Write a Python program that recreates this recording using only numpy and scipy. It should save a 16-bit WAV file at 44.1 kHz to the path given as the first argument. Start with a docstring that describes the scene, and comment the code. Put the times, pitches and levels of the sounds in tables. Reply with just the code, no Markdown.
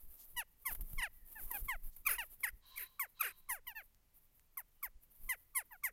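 """Jackdaws squabble on a lawn, right beside the microphone of a trail camera: sharp "tchak" calls that
fall in pitch, some cracking into a lower rasp, all built from voiced pulses shaped by a throat filter;
two breathy threat hisses are noise through an open beak.
Wings, feathers and four breathy clucks are grainy noise, strong in the high treble; wings push low air.
Behind them lie dry ticks on the housing, a faint garden echo, far whistles and a steady hiss."""
import sys
import numpy as np
from scipy import signal
from scipy.fft import rfft, irfft, next_fast_len
from scipy.io import wavfile
from scipy.ndimage import uniform_filter1d, map_coordinates

SR = 44100
rng = np.random.default_rng(int(sys.argv[2]) if len(sys.argv) > 2 else 0)


def transcribe(signal):
    """Save signal, clipped to [-1, 1], as a 16-bit WAV file at the path in sys.argv[1]."""
    frames = np.atleast_2d(signal).T
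    limited = np.clip(frames, -1, 1)
    pcm = np.round(limited * 32767).astype(np.int16)
    wavfile.write(sys.argv[1], SR, pcm)


N = 261072
TIME = np.arange(N) / SR
TOP_HZ = 16200  # band limit of the voices and of the camera


def amp(db):
    """Decibels to gain."""
    return 10 ** (np.asarray(db) / 20)


def unit(x):
    """Scale to rms 1."""
    return x / np.sqrt(np.mean(x ** 2) + 1e-20)


def along(points, hz):
    """(f/Hz, value) points read on a log frequency axis."""
    f, v = np.transpose(points)
    return np.interp(np.log(hz + 1), np.log(f + 1), v)


def level(rows):
    """Gain per sample from (t/s, level/dB) rows, -120 dB outside them."""
    return amp(np.interp(TIME, *np.transpose(rows), left=-120, right=-120))


def swell(t, rise):
    """A rounded attack from 0 to 1."""
    return np.sin(np.pi / 2 * np.clip(t / rise, 0, 1))


def wobble(rate, size):
    """A smooth random curve, rate knots a second."""
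    knots = rng.standard_normal(int(size * rate / SR) + 4)
    return map_coordinates(knots, [np.arange(size) * rate / SR])


def wobbles(rate, count, size):
    """count unrelated smooth random curves, rate knots a second."""
    span = next_fast_len(size + 512)
    knots = rng.standard_normal((count, int(span * rate / SR) + 2))
    return signal.resample(knots, span, axis=1)[:, :size]


def filtered(x, response):
    """x times a response of frequency."""
    m = next_fast_len(len(x) + 8192)
    return irfft(rfft(x, m) * response(np.fft.rfftfreq(m, 1 / SR)), m)[:len(x)]


def resonate(x, gain_db, size=1024):
    """Causal minimum-phase filter with the given dB response: it rings only after each pulse."""
    cepstrum = irfft(np.log(amp(gain_db(np.fft.rfftfreq(size, 1 / SR)))))
    cepstrum[1:size // 2] *= 2
    cepstrum[size // 2 + 1:] = 0
    return signal.fftconvolve(x, irfft(np.exp(rfft(cepstrum))))


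def noise(spectrum):
    """Coloured noise of rms 1."""
    return unit(filtered(rng.standard_normal(N), lambda hz: amp(along(spectrum, hz))))


def add(track, s, sound):
    """Mix a sound in at time s."""
    part = track[max(round(s * SR), 0):][:len(sound)]
    part += sound[:len(part)]


# Clear calls close by: t/s, length/s, start f/Hz, end f/Hz,
# bend (1 = even fall, higher = holds first, then drops), level/dB, swell/s,
# tone colour/dB: chest, beak, bright, top
CLEAR_CALLS = [(0.362, 0.074, 983, 458, 3, -37.5, 0.028, 2.5, 6.5, 4.5, 0.5),
               (0.651, 0.074, 1118, 566, 1.64, -36.5, 0.02, 0.5, 0.5, 4.5, 3.5),
               (0.978, 0.069, 1120, 524, 1.4, -36, 0.021, -3.5, 4.5, -1.5, -10),
               (1.015, 0.067, 1050, 582, 1.2, -31.5, 0.015, -4.5, 1, -6.5, -15),
               (1.352, 0.064, 897, 544, 2.55, -48.5, 0.013, 0.5, -11.5, -28, -14.5),
               (1.503, 0.057, 1045, 753, 1, -51, 0.012, 14.5, -5, 0, -0.5),
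               (1.54, 0.04, 832, 684, 3.8, -50, 0.0043, 15.5, 14, -33, -12),
               (1.682, 0.084, 1100, 583.5, 1.5, -31.5, 0.011, 0.5, -1.5, -7.5, -7.5),
               (2.181, 0.067, 980, 547, 1.65, -36, 0.0048, 0.5, 6, -4, -8.5),
               (2.994, 0.08, 1128, 372, 1.91, -32, 0.0017, -2.5, -10, -2.5, 5),
               (3.487, 0.112, 1113, 433.5, 1.17, -37.5, 0.024, 3.5, -6, 7, 7.5),
               (3.497, 0.035, 923, 808, 1, -49.5, 0.005, 6.5, -12, -4, -4),
               (3.667, 0.067, 1037, 743, 1.25, -46, 0.0075, 1.5, 8, -4, 10),
               (3.748, 0.08, 900, 473, 2.8, -43, 0.035, -5.5, 1.5, -17, -0.5),
               (4.571, 0.054, 1103, 475, 1.7, -43, 0.0021, 2.5, -7.5, 5, 11.5),
               (4.827, 0.061, 1143, 469, 1.7, -33.5, 0.0035, -6, -12.5, -4.5, 8),
               (5.289, 0.073, 1043, 349, 2.6, -30.5, 0.0067, -10, -4.5, -4, -0.5),
               (5.547, 0.086, 1114, 427, 1.95, -34.5, 0.026, -1, -2.5, 9.5, 5.5),
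               (5.705, 0.062, 1051, 669, 0.95, -54.5, 0.033, 9.5, -7, -9, 8.5),
               (5.834, 0.079, 1113, 321, 1.7, -28.5, 0.0088, -11.5, -11.5, -0.5, -0.5)]
FADE_DB_PER_OCTAVE = 25  # pitch and loudness sink together as the air runs out
CLEAR_ROUGH, CLEAR_CLOSE_S = 0.05, 0.0048  # roughness of a loud clear voice (0-1); how fast it shuts off
FULL_DB, SOFT_FALTERS = -35, 0.6  # below this level a call falters: dB of roughness per dB
LEAD_S, LEAD_DB = 0.01, -28  # length of the soft peep; its level relative to the call
LEAD_FROM, LEAD_TO = 1.0, 1.1  # peep pitch over the call's start pitch


def tchaks():
    """A clear call is a soft rising peep, then one falling glide that fades as it falls."""
    out, lead = np.zeros(N), np.linspace(0, 1, num=int(LEAD_S * SR))
    for s, length, start_hz, end_hz, bend, db, rise, *colour in CLEAR_CALLS:
        peep_hz = start_hz * (LEAD_FROM + (LEAD_TO - LEAD_FROM) * lead)
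        peep_gain = amp(db + LEAD_DB) * lead * swell(1 - lead, 0.12)
        add(out, s - LEAD_S, peep_gain * np.sin(2 * np.pi * np.cumsum(peep_hz) / SR))

        t = np.arange(int(length * SR)) / SR
        pitch = start_hz - (start_hz - end_hz) * (t / length) ** bend
        effort = swell(t, rise) * amp(FADE_DB_PER_OCTAVE * np.log2(pitch / start_hz))
        effort = amp(db) * effort / effort.max()
        rough = CLEAR_ROUGH * amp(SOFT_FALTERS * max(FULL_DB - db, 0))
        add(out, s, utter(pitch, effort, rough, CLEAR_CLOSE_S, *colour))
    return out


# Hoarse calls close by: t/s at the top pitch, scoop/s, clear part/s, rasp/s, top f/Hz, rasp start f/Hz,
# level/dB, rasp level/dB, rasp roughness (0-1), tone colour/dB: chest, beak, bright, top
HOARSE_CALLS = [(2.063, 0.013, 0.024, 0.09, 1320, 779, -27, -40.5, 0.38, -2, 6.5, 7.5, 9.2),
                (2.431, 0.0005, 0.033, 0.044, 1161, 775, -28, -43, 0.65, -10.5, -4.5, -2, 0.88),
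                (2.771, 0.018, 0.018, 0.092, 1250, 643, -32, -48, 0.3, -22, -2.5, 3, 7.3),
                (3.204, 0.012, 0.021, 0.1, 1394, 802, -23.5, -39, 0.45, -7.5, 0.5, -3, 1)]
SCOOP_FROM, SCOOP_DB = 0.83, -18.5  # a soft lead-in rises from this share of the top pitch
SAG_OCTAVES_PER_S = 16  # fall of the clear part
RASP_END_HZ, RASP_SINK_S, RASP_FADE_DB = 260.8, 0.038, 28.5  # the rasp sinks towards this pitch and fades
RASP_FRAYS = 0.55  # share of its roughness that a rasp lacks at its start and gains by its end


def hoarse_calls(rise=0.011, head_fade_db=10, head_rough=0.12, crack_s=0.0012, overlap=0.006, close=0.0029):
    """A forced call scoops up to its top, sags, then cracks into a low rasp that sinks and dies."""
    out = np.zeros(N)
    for s, scoop, clear, rasp, top_hz, rasp_hz, db, rasp_db, rough, *colour in HOARSE_CALLS:
        # clear head, with t = 0 at the top pitch
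        t = np.arange(-int(scoop * SR), int((clear + overlap) * SR)) / SR
        pitch = top_hz * np.where(t < 0, SCOOP_FROM ** (-t / scoop), 2 ** (-SAG_OCTAVES_PER_S * t))
        scoop_effort = amp(SCOOP_DB) * swell(t + scoop, rise)
        sag_effort = swell(t, rise) * amp(-head_fade_db * (t / clear) ** 2)
        effort = amp(db) * np.maximum(scoop_effort, sag_effort)
        add(out, s - scoop, utter(pitch, effort, head_rough, overlap, *colour))

        # rasp after the crack
        t = np.arange(int(rasp * SR)) / SR
        pitch = RASP_END_HZ + (rasp_hz - RASP_END_HZ) * np.exp(-t / RASP_SINK_S)
        effort = swell(t, crack_s) * amp(rasp_db - RASP_FADE_DB * (t / rasp) ** 2)
        fraying = rough * (1 + RASP_FRAYS * (2 * t / rasp - 1))
        add(out, s + clear, utter(pitch, effort, fraying, close, *colour))
    return out


# Response of the throat: f/Hz, level/dB
THROAT_RESPONSE = [(100, -42), (400, -6.5), (620, -12), (800, -11), (1050, -9.5), (1400, -3.5),
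                   (2000, -2.5), (2750, -9), (3450, -25), (4100, -25.5), (5500, -24), (8000, -25.5),
                   (10500, -13.5), (14000, -13.5), (16000, -32.5)]
# Where each tone colour acts, f/Hz: bottom, chest, gullet, main resonance, beak, valley, bright, top
COLOUR_CENTRES = [450, 1100, 1450, 1900, 2900, 7000, 10500, 14000]


def utter(pitch, effort, rough, close, chest, beak, bright, top, ripple_db=3, ripple_hz=450,
          overshoot=0.27, settle=0.0015, valley_share=0.54, chest_share=0.25, gullet_db=14, sag_db=10):
    """One stretch of voice through the throat, coloured by the beak's opening and direction."""
    t = np.arange(len(pitch)) / SR
    sharp = 1 + overshoot * np.exp(-t / settle)  # the first cycles start sharp
    release = np.clip((t[-1] - t) / close, 0, 1)
    voice = effort * release * syrinx(pitch * sharp, t / t[-1], np.clip(rough, 0, 1))

    # a rasp rings lower in the gullet and loses its fundamental
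    gullet = chest / 2 + gullet_db * np.mean(rough)
    bottom = chest_share * chest - sag_db * np.mean(rough)
    colour_db = [bottom, chest, gullet, 0, beak, valley_share * bright, bright, top]
    colour = list(zip(COLOUR_CENTRES, colour_db))

    def ripple(hz):
        """Reflections off trunk and housing ripple the treble differently in every stretch of voice."""
        bumps = map_coordinates(rng.standard_normal(len(hz)), [hz / ripple_hz])
        return np.minimum(hz / 4500, 1) ** 2 * bumps

    return resonate(voice, lambda hz: along(THROAT_RESPONSE, hz) + along(colour, hz) + ripple_db * ripple(hz))


JITTER, BREATH = 0.022, 0.45  # pitch unrest and air noise of a fully rough voice
WAVER, BREAK_DB = 0.003, 6.5  # pitch unrest of a clear voice; swing of each overtone in a fully rough one


def syrinx(pitch, u, rough, relax=3.18, flutter_db=4.0, scatter=0.91, dull_db=30, edge_db=10,
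           edge=0.0034, hum_db=9):
    """Pulses that brighten as the call takes hold and dull as it relaxes; roughness unsettles them."""
    n = len(u)
    unsteady = 1 + (WAVER + JITTER * rough) * wobble(220, n)
    phase = 2 * np.pi * np.cumsum(pitch * unsteady) / SR
    count = int(TOP_HZ / pitch.min()) + 1
    k = np.arange(1, count + 1)[:, None]  # partial number
    height = np.minimum(k * pitch / 10000, 1)

    # a clear call relaxes towards its bare fundamental; a rasp stays bright
    relaxed = u ** relax * np.maximum(1 - 2 * rough, 0)
    onset_db = edge_db * np.exp(-np.arange(n) / SR / edge)
    tilt_db = hum_db * relaxed * (k == 1) - height * (dull_db * relaxed + onset_db)

    # the two sides of the syrinx interfere, so each partial swells and slips on its own
    swell_db = (flutter_db * height + BREAK_DB * rough * (k > 1)) * wobbles(130, count=count, size=n)
    slip = scatter * (height ** 2 + 2 * rough) * wobbles(170, count=count, size=n)
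    partials = amp(swell_db + tilt_db) * np.cos(k * phase + slip)
    pulses = np.sum((k * pitch < TOP_HZ) * partials, axis=0)

    # air noise puffs once per cycle
    puffs = unit((1 + np.cos(phase)) ** 2 * rng.standard_normal(n)) * np.sqrt(SR / 2 / pitch / 2)
    return pulses + BREATH * rough * puffs


# Two threat hisses, one list of rows each: t/s, level/dB
HISS_LEVELS = [
    [(2.605, -99), (2.635, -70), (2.75, -62), (2.84, -62.5), (2.9, -74.5), (3.1, -87)],
    [(3.145, -86.5), (3.175, -68), (3.28, -68), (3.35, -74.5), (3.45, -86.5), (3.5, -83)],
]
# Resonances of the open beak: f/Hz, width/Hz, level/dB
BEAK_MODES = [(1037, 32, 1.5), (1700, 190, -15.5), (3280, 360, -10.5), (3400, 92, -13), (3920, 130, 0)]


def hisses():
    """A stream of air through an open beak, unvoiced: noise through resonances that swells and fades."""
    def beak(f):
        """Sum of resonances with alternating sign."""
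        total = 0
        for k, (centre, width, db) in enumerate(BEAK_MODES):
            damping = 1j * f * width
            total = total + (-1) ** k * amp(db) * damping / (centre * centre - f * f + damping)
        return total

    air = unit(filtered(rng.standard_normal(N), beak))
    return sum(level(rows) for rows in HISS_LEVELS) * air


# Wing beats close to the microphone: t/s, level/dB, stroke/s
WING_BEATS = [(0.069, -56.5, 0.025), (0.352, -56, 0.023), (0.728, -52, 0.01), (0.822, -41, 0.0086),
              (0.936, -49, 0.0025), (0.974, -45, 0.012), (1.242, -61, 0.011), (1.459, -49, 0.012),
              (1.639, -45, 0.0093), (1.76, -49.5, 0.008), (1.857, -47.5, 0.014), (2.092, -58, 0.028),
              (2.191, -53.5, 0.011), (2.537, -56.5, 0.0053), (2.79, -66, 0.022), (4.878, -64, 0.0092),
              (4.965, -61.5, 0.0064), (5.25, -51, 0.012)]
# Restless air between the beats: t/s, level/dB
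BREEZE_LEVELS = [(0, -70.5), (0.6, -70.5), (1.05, -59.5), (1.35, -65), (2.0, -56.5), (2.45, -67),
                 (3.1, -77), (3.55, -60.5), (3.95, -73.5), (5.92, -69.5)]
# Spectrum of the eddies: f/Hz, relative level/dB per Hz
EDDY_SPECTRUM = [(8.8, -23), (15, 11.5), (34, -9.5), (46, -7), (81, -19.5), (119, -24), (284, -34.5),
                 (400, -42.5), (520, -43), (880, -120)]
EDDY_S, THUMP_DB = 0.032, 7  # how long the air swirls round a beat; its pressure dip over the eddies


def wing_beats():
    """A down-stroke sucks air from the port, a dip between two soft crests, and stirs slow eddies."""
    stir, thumps = level(BREEZE_LEVELS) ** 2, np.zeros(N)
    for s, db, stroke in WING_BEATS:
        stir += amp(db) ** 2 * np.exp(-((TIME - s) / EDDY_S) ** 2)
        spread = ((TIME - s) / stroke) ** 2
        thumps -= amp(db + THUMP_DB) * (1 - spread) * np.exp(-spread / 2)
    eddies = noise(EDDY_SPECTRUM)
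    # dividing by the running strength evens out the eddies before they follow the stir
    strength = np.sqrt(np.abs(uniform_filter1d(eddies ** 2, size=SR // 10)) + 0.019)
    return np.sqrt(stir) * eddies / strength + thumps


# Bouts of feather and grass rustle, with four brief, breathy clucks at 3.099, 3.382, 3.861 and 5.036 s:
# t/s at the height, rise/s, fall/s, level/dB
RUSTLES_AND_CLUCKS = [(0.05, 0.11, 0.2, -60.5), (0.25, 0.17, 0.15, -57), (0.73, 0.077, 0.058, -48),
                      (0.92, 0.29, 0.27, -58.5), (1.6, 0.26, 0.11, -46), (1.9, 0.15, 0.3, -61.5),
                      (2.12, 0.095, 0.14, -51), (2.33, 0.15, 0.2, -63), (2.7, 0.13, 0.47, -67.5),
                      (3.099, 0.024, 0.084, -68), (3.382, 0.047, 0.056, -65), (3.861, 0.041, 0.027, -62),
                      (4.19, 0.15, 0.29, -75), (5.036, 0.022, 0.02, -60.5), (5.24, 0.098, 0.11, -58),
                      (5.45, 0.56, 0.48, -70.5)]
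# Spectrum of feathers at the microphone, its small port strong in the high treble:
# f/Hz, relative level/dB per Hz
FEATHER_SPECTRUM = [(120, -44), (200, -7), (851, -12), (1060, -13.5), (1180, -12), (1420, -16.5),
                    (2910, -17.5), (5420, -21.5), (7270, -18), (12600, 5), (15100, 2), (16000, -8)]
RUFFLE_DROP_DB, STIR_DB = 13, -81.5  # drop over a rise or fall time; the grass between bouts


def feathers_and_clucks(grain_db=2.0, stroke_db=2, shuffle_db=4.0):
    """Barbs scrape in tiny clumped grains that build up and die; the same noise makes the clucks."""
    bouts = []
    for s, rise, fall, db in RUSTLES_AND_CLUCKS:
        away = np.maximum((s - TIME) / rise, (TIME - s) / fall)
        bouts.append(amp(db - RUFFLE_DROP_DB * away))
    effort = np.maximum(np.max(bouts, axis=0), amp(STIR_DB)) * amp(shuffle_db * wobble(24, N))
    grains = rng.standard_normal(N) * amp(grain_db * wobble(900, N) + stroke_db * wobble(70, N))
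    return effort * unit(filtered(grains, lambda hz: amp(along(FEATHER_SPECTRUM, hz))))


# Feather flicks: t/s, starting level/dB, time to fall 60 dB/s
FEATHER_FLICKS = [(0.389, -38.5, 0.046), (0.714, -42, 0.015), (0.732, -52, 0.027), (0.749, -41, 0.05),
                  (0.809, -43.5, 0.068), (0.932, -40, 0.017), (1.514, -32.5, 0.022), (1.602, -61, 0.012),
                  (1.964, -48.5, 0.048), (2.407, -44, 0.011)]


def flicks(rise=0.0001):
    """A quill catches and lets go: a short dry burst of feather noise."""
    out, t = np.zeros(N), np.arange(SR // 10) / SR
    for s, db, t60 in FEATHER_FLICKS:
        add(out, s, amp(db - 60 * t / t60) * (1 - np.exp(-t / rise)))
    return out * noise(FEATHER_SPECTRUM)


# Wing tips brush past: t/s, length/s, level/dB, centre f/Hz
WING_SWISHES = [(0.153, 0.12, -65.5, 7000), (0.695, 0.039, -56, 1160), (0.745, 0.017, -57.5, 1070),
                (0.784, 0.03, -68, 500), (1.403, 0.15, -75, 890), (1.9, 0.073, -72.5, 7600)]


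def swishes(width=0.93):
    """A passing wing tip: a short swell of broad noise, width in octaves."""
    out = np.zeros(N)
    for s, length, db, hz in WING_SWISHES:
        air = rng.standard_normal(int(length * SR))
        air = unit(filtered(air, lambda f: np.exp(-(np.log2((f + 1) / hz) / width) ** 2 / 2)))
        add(out, s, amp(db) * air * np.hanning(len(air)))
    return out


# Dry ticks on the housing: t/s, peak level/dB
HOUSING_TICKS = [(1.513, -41.5), (3.947, -51), (4.396, -47.5)]


def ticks(t60=0.0022):
    """Something small and hard touches the plastic: a broadband crack that dies at once."""
    out, t = np.zeros(N), np.arange(SR // 50) / SR
    for s, db in HOUSING_TICKS:
        crack = rng.standard_normal(len(t)) * amp(-60 * t / t60)
        add(out, s, amp(db) * crack / np.abs(crack).max())
    return out


# Decay of the garden echo: f/Hz, time to fall 60 dB/s
GARDEN_DECAY = [(300, .5), (2000, 0.93), (5000, 0.57), (12000, 0.082)]


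def garden(x, delay=0.038):
    """The far hedge and trees give a dull answer: a delayed noise tail that dies sooner in the treble."""
    hz, t, z = signal.stft(rng.standard_normal(SR), SR, nperseg=256)
    t60 = np.maximum(along(GARDEN_DECAY, hz), .02)[:, None]
    tail = signal.istft(z * amp(-60 * t / t60), SR, nperseg=256)[1]
    late = np.pad(x, (int(delay * SR), 0))
    return signal.fftconvolve(late, tail / np.linalg.norm(tail))[:N]


# Far songbirds: t/s, length/s, start f/Hz, end f/Hz, level/dB
FAR_WHISTLES = [(1.083, 0.27, 2030, 1755, -82), (4.718, .14, 3120, 2820, -91)]


def songbirds():
    """Thin, far whistles: wavering sines that sink a little."""
    out = np.zeros(N)
    for s, length, start_hz, end_hz, db in FAR_WHISTLES:
        n = int(length * SR)
        pitch = np.linspace(start_hz, end_hz, n) * (1 + 0.03 * wobble(130, n))
        envelope = np.sqrt(2 * np.hanning(n))
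        add(out, s, amp(db) * envelope * np.sin(2 * np.pi * np.cumsum(pitch) / SR))
    return out


# Spectrum of the steady background: f/Hz, relative level/dB per Hz
FLOOR_SPECTRUM = [(12, -45), (20, -2.5), (48, -14), (120, -21), (337, -30), (759, -33.5), (825, -31.5),
                  (1610, -36.5), (1760, -35.5), (2020, -34.5), (3630, -38.5), (4180, -39), (16000, -39.5)]


def microphone_hiss(db=-76):
    """The microphone's steady noise, heaviest in the deep bass."""
    return amp(db) * noise(FLOOR_SPECTRUM)


def scene(garden_db=-47):
    """Birds close by, their faint echo, wings, ticks, far songbirds and the microphone's steady hiss."""
    birds = tchaks() + hoarse_calls() + hisses()
    echo = amp(garden_db) * garden(birds)
    rustles = wing_beats() + feathers_and_clucks() + flicks() + swishes()
    background = songbirds() + microphone_hiss()
    return (birds + echo + rustles + ticks() + background)[None]


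def record(dry):
    """The camera keeps nothing above its band limit."""
    return filtered(dry[0], lambda hz: hz < TOP_HZ)[None]


dry = scene()
out = record(dry)
transcribe(out)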